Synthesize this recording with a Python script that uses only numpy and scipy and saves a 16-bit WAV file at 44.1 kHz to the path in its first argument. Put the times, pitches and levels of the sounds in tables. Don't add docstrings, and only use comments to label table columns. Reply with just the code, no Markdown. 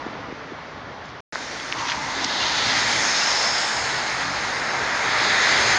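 import sys
import numpy as np
from scipy import signal
from scipy.fft import rfft, irfft, next_fast_len
from scipy.io import wavfile
from scipy.ndimage import uniform_filter1d, map_coordinates

SR = 44100
rng = np.random.default_rng(int(sys.argv[2]) if len(sys.argv) > 2 else 0)


def generate_wav(sig):
    pcm = np.round(np.clip(np.atleast_2d(sig).T, -1, 1) * 32767).astype(np.int16)
    wavfile.write(sys.argv[1], SR, pcm)


N = 254898


def amp(db):
    return 10 ** (np.asarray(db) / 20)


def unit(x):
    return x / np.sqrt(np.mean(x ** 2) + 1e-20)


def along(points, hz):
    f, db = np.transpose(points)
    return np.interp(np.log(hz + 1), np.log(f + 1), db, left=-120, right=-120)


def clock():
    return np.arange(N) / SR


def wobble(rate):
    return map_coordinates(rng.standard_normal(int(N * rate / SR) + 4), [clock() * rate])


def filtered(x, response):
    m = next_fast_len(N + SR // 2)
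    return irfft(rfft(x, m) * response(np.fft.rfftfreq(m, 1 / SR)), m)[:N]


def bell(u):
    return np.exp(-.5 * u ** 2)


def hump(hz, centre_hz, octaves):
    return bell(np.log2((hz + 1) / centre_hz) / octaves)


def rush(spectrum, patchy_db, lift=None):
    noise = filtered(rng.standard_normal(N), lambda hz: amp(along(spectrum, hz)))
    hz, t, z = signal.stft(noise, SR, nperseg=1024)
    patches = uniform_filter1d(rng.standard_normal(z.shape), size=12, axis=0)
    patches = uniform_filter1d(patches, size=7, axis=1)
    z = z * amp(patchy_db * unit(patches))
    if lift:
        gain = amp(lift(hz[:, None], t))
        power = np.mean(np.abs(z) ** 2, axis=1, keepdims=True)
        z = z * gain / np.sqrt(np.sum(power * gain ** 2, axis=0) / power.sum())
    return unit(signal.istft(z, SR, nperseg=1024)[1][:N])


# (frequency [Hz], relative level [dB])
AIR_LOW_EQ = [(18, -50), (30, -31), (59, -9.5), (152, -3.5), (185, -9), (273, -5), (355, -11), (454, -6.5),
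              (526, -7.5), (980, -6), (1500, -10), (1950, -46), (3300, -120)]
AIR_HIGH_EQ = [(900, -31), (1300, -11), (1700, -1.5), (2150, -4), (2500, -11), (3300, -12), (5000, -17),
               (6200, -22), (7400, -36), (8000, -72), (8700, -44), (9400, -48), (10200, -67)]
def calm_air():
    low_excess_db, high_excess_db, ebb_s = 6.5, 4.5, 0.63
    ebb = lambda t: np.exp(-t / ebb_s)
    steady_bass = lambda hz, t: -low_excess_db * ebb(t) * hump(hz, centre_hz=110, octaves=0.53)
    low = amp(-40 + low_excess_db * ebb(clock())) * rush(AIR_LOW_EQ, patchy_db=1.0, lift=steady_bass)
    high = amp(-44 + high_excess_db * ebb(clock())) * rush(AIR_HIGH_EQ, patchy_db=0.9)
    return low + high


def pips(rows, droop):
    out, t = np.zeros(N), clock()
    for s, db, hz, width in rows:
        near = np.abs(t - s) < 5 * width
        age = t[near] - s
        phase = 2 * np.pi * hz * age * (1 - droop * age / width)
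        out[near] += amp(db) * bell(age / width) * np.sin(phase)
    return out


# (time [s], level [dB], pitch [Hz], width [s])
FINGER_BUMPS = [(.0668, -22.5, 332, 0.0024), (.289, -30, 287, 0.0028), (.3268, -20.5, 330, 0.0012),
                (.5232, -27, 340, 0.0032), (1.98, -29, 237, 0.0026), (2.257, -25.5, 249, 0.003)]
def finger_bumps():
    return pips(FINGER_BUMPS, droop=0.081)


# (time [s], level [dB], width [s], band centre [Hz])
SOLE_SCUFFS = [(1.057, -48, .012, 4300), (1.097, -48, 0.014, 2900), (1.355, -33, 0.004, 1210),
               (1.793, -32.5, 0.021, 2820), (1.9, -27, 0.033, 2360), (2.246, -19.5, 0.0025, 5200)]
def sole_scuffs():
    out = np.zeros(N)
    for s, db, width, centre_hz in SOLE_SCUFFS:
        grit = rng.standard_normal(N) * amp(4.6 * wobble(900))
        scrape = unit(filtered(grit, lambda hz: hump(hz, centre_hz, octaves=1.0)))
        out += amp(db) * bell((clock() - s) / width) * scrape
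    return out


# (frequency [Hz], relative level [dB])
WIND_EQ = [(18, -39), (30, -23), (45, -21.5), (65, -3), (90, -9.5), (113, -1), (135, 0), (160, -4.5),
           (210, -32.5)]
# (time [s], width [s], level [dB])
WIND_GUSTS = [(1.547, 0.089, -49.5), (2.026, 0.061, -44), (2.75, 0.18, -43), (4.696, 0.66, -44),
              (5.7, 0.088, -40)]
def wind():
    breeze_power = amp(-51.5) ** 2
    gust_power = sum(amp(db) ** 2 * bell((clock() - s) / width) for s, width, db in WIND_GUSTS)
    return np.sqrt(breeze_power + gust_power) * rush(WIND_EQ, patchy_db=2.2)


# (closest time [s], approach [s], departure [s], body level [dB], roar level [dB],
# hiss level [dB], glide of the roar's crest [Hz/s])
PASS_BYS = [(2.9, 0.48, 1.1, -36.5, -24, -25.5, -250), (5.5, 0.37, 0.6, -34, -19.5, -24.5, 699)]
def traffic(t):
    body, roar, hiss = amp([-41, -43.5, -38.5]) ** 2
    for s, approach, departure, body_db, roar_db, hiss_db, _ in PASS_BYS:
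        nearness = 1 / (1 + ((t - s) / np.where(t < s, approach, departure)) ** 2)
        body = body + amp(body_db) ** 2 * nearness ** 1.12
        roar = roar + amp(roar_db) ** 2 * nearness ** 1.12
        hiss = hiss + amp(hiss_db) ** 2 * nearness ** 1.98
    return {"body": np.sqrt(body), "roar": np.sqrt(roar), "hiss": np.sqrt(hiss)}


# (frequency [Hz], relative level [dB])
BODY_EQ = [(80, -28.5), (125, -13), (165, -8), (220, -2), (290, -3), (360, -3.5), (460, -1), (600, 0),
           (720, -2), (940, -20)]
# (time [s], width [s], band centre [Hz], relative lift [dB])
BODY_BOOMS = [(1.85, 0.37, 300, 9), (2.8, 0.17, 280, 10), (4.2, 0.12, 268, 3.5), (5.45, .3, 388, 7)]
def tyre_body():
    def booms(hz, t):
        return sum(db * bell((t - s) / width) * hump(hz, centre_hz, octaves=0.22)
                   for s, width, centre_hz, db in BODY_BOOMS)
    return traffic(clock())["body"] * rush(BODY_EQ, patchy_db=1.07, lift=booms)


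# (frequency [Hz], relative level [dB])
ROAR_EQ = [(350, -31), (600, -9), (860, -2), (1100, -4), (1400, -2), (1800, -1.5), (2100, -2.5), (2350, -7),
           (2800, -14), (3640, -44)]
def tyre_roar():
    crest_hz, crest_db, width_s = 2100, 4, 0.22
    def crest(hz, t):
        return sum(crest_db * bell((t - s) / width_s)
                   * hump(hz, crest_hz + glide * np.clip(t - s, -1, 1), octaves=0.28)
                   for s, *_, glide in PASS_BYS)
    return traffic(clock())["roar"] * rush(ROAR_EQ, patchy_db=0.44, lift=crest)


def tilt_notch(hz, t):
    tilt_s, span_s, depth_db = 2.8, .3, -6.5
    tilt = .5 * (1 + np.tanh((t - tilt_s) / span_s))
    return depth_db * tilt * hump(hz, centre_hz=5850, octaves=0.05)


# (frequency [Hz], relative level [dB])
HISS_EQ = [(2300, -11), (2600, -6.5), (3000, -4), (3600, -1), (4400, -1), (5200, -1.5), (5900, -3.5),
           (6400, -2), (6900, -7.5), (7400, -14), (7900, -36.5), (8300, -60)]
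def wet_hiss(lag_s=0.028):
    return traffic(clock() - lag_s)["hiss"] * rush(HISS_EQ, patchy_db=1.2, lift=tilt_notch)


# (frequency [Hz], relative level [dB])
FIZZ_EQ = [(7000, -33), (7600, 0), (8000, -6.5), (8600, -1), (9200, -3), (9600, -7), (10000, -21),
           (10500, -39)]
def spray_fizz(lag_s=0.069):
    return amp(-24.5) * traffic(clock() - lag_s)["hiss"] * rush(FIZZ_EQ, patchy_db=1.5)


# (time [s], firing rate [Hz])
ENGINE_REVS = [(1.4, 42.3), (2.22, 45), (2.7, 54), (2.9, 55.8), (3.25, 35.5), (3.85, 32.5), (4.15, 44.1),
               (4.45, 52.1), (5.78, 55)]
# (frequency [Hz], level off resonance [dB], lift [dB])
PIPE_RESONANCES = [(194.3, -59.5, 13), (285.5, -60.5, 16)]
def engine():
    pull_hz, pull_db, db_per_hz = 52, -55.5, 0.55
    firing_hz = np.interp(clock(), *np.transpose(ENGINE_REVS))
    drone_db = pull_db + db_per_hz * (firing_hz - pull_hz)
    phase = 2 * np.pi * np.cumsum(firing_hz * (1 + 0.0054 * wobble(14))) / SR
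    out = amp(drone_db + 2.5 * wobble(9)) * (np.sin(phase) + amp(3.0) * np.sin(2 * phase))
    for harmonic, (pipe_hz, db, lift_db) in zip((4, 6), PIPE_RESONANCES):
        resonance_db = lift_db * hump(harmonic * firing_hz, pipe_hz, octaves=0.093)
        out += amp(db + resonance_db + 2.1 * wobble(20)) * np.sin(harmonic * phase)
    return np.sqrt(2) * out


# (time [s], level [dB], pitch [Hz], width [s])
GRIT_TICKS = [(1.352, -19, 4500, 0.00019), (1.3573, -10.5, 1330, 0.00039), (1.6005, -20.5, 3200, 0.00034),
              (1.72, -20, 5000, 0.00025), (1.7251, -18, 4200, .00025), (1.7256, -8, 2600, 0.0003),
              (1.8995, -14.5, 3000, 0.00033), (1.908, -25, 3400, 0.00037), (1.919, -13, 2010, .0005),
              (2.247, -16, 5070, 0.001)]
def grit_ticks():
    return pips(GRIT_TICKS, droop=0.11)


def tread_hum():
    start_s, attack_s, fade_s = 1.65, 0.17, 2.16
    from_hz, to_hz, sink_s = 1040, 800, 0.9
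    def band(hz, t):
        hum_hz = to_hz + (from_hz - to_hz) * np.exp(-np.maximum(t - start_s, 0) / sink_s)
        return 20 * np.log10(hump(hz, hum_hz, octaves=.19) + 1e-6)
    age = np.maximum(clock() - start_s, 0)
    envelope = np.minimum(age / attack_s, 1) * np.exp(-age / fade_s)
    return amp(-31.5) * envelope * rush(ROAR_EQ, patchy_db=0.5, lift=band)


# (time [s], level [dB], pitch [Hz], width [s])
FAR_CHIRPS = [(2.422, -27, 2790, 0.012), (3.218, -26, 2740, 0.011)]
def far_chirps():
    return pips(FAR_CHIRPS, droop=0.0053)


# (time [s], width [s], band centre [Hz], band width [octaves], level [dB])
HISS_BANDS = [(2.558, 0.26, 3550, 0.46, -26.5), (3.152, 0.25, 6150, 0.26, -29.5),
              (3.42, 0.26, 5230, 0.11, -27.5), (3.678, 0.19, 7900, .2, -38.5),
              (5.373, 0.24, 3750, 0.25, -29.5), (5.72, 0.19, 6470, 0.11, -33.5)]
def hiss_bands():
    out, fizz_db = np.zeros(N), -21.5
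    for s, width, centre_hz, octaves, db in HISS_BANDS:
        def colour(hz):
            hiss = amp(along(HISS_EQ, hz) + tilt_notch(hz, s))
            fizz = amp(fizz_db + along(FIZZ_EQ, hz))
            return hump(hz, centre_hz, octaves) * (hiss + fizz)
        out += amp(db) * bell((clock() - s) / width) * unit(filtered(rng.standard_normal(N), colour))
    return out


def scene():
    silence_from_s, silence_to_s, dull_hz = 1.2055, 1.3245, 6900
    calm = calm_air() * (clock() < silence_from_s)
    lows = wind() + tyre_body()
    highs = tyre_roar() + wet_hiss() + spray_fizz()
    flutter = amp(0.44 * wobble(25.16))
    highs = flutter * (highs + tread_hum() + hiss_bands())
    road = (lows + highs + engine()) * (clock() > silence_to_s)
    near = finger_bumps() + sole_scuffs() + grit_ticks()
    near = filtered(near, lambda hz: 1 / (1 + (hz / dull_hz) ** 20))
    return (calm + road + near + far_chirps())[None]


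def record(dry):
    return filtered(dry[0], lambda hz: hz < 10600)[None]


dry = scene()
out = record(dry)
generate_wav(out)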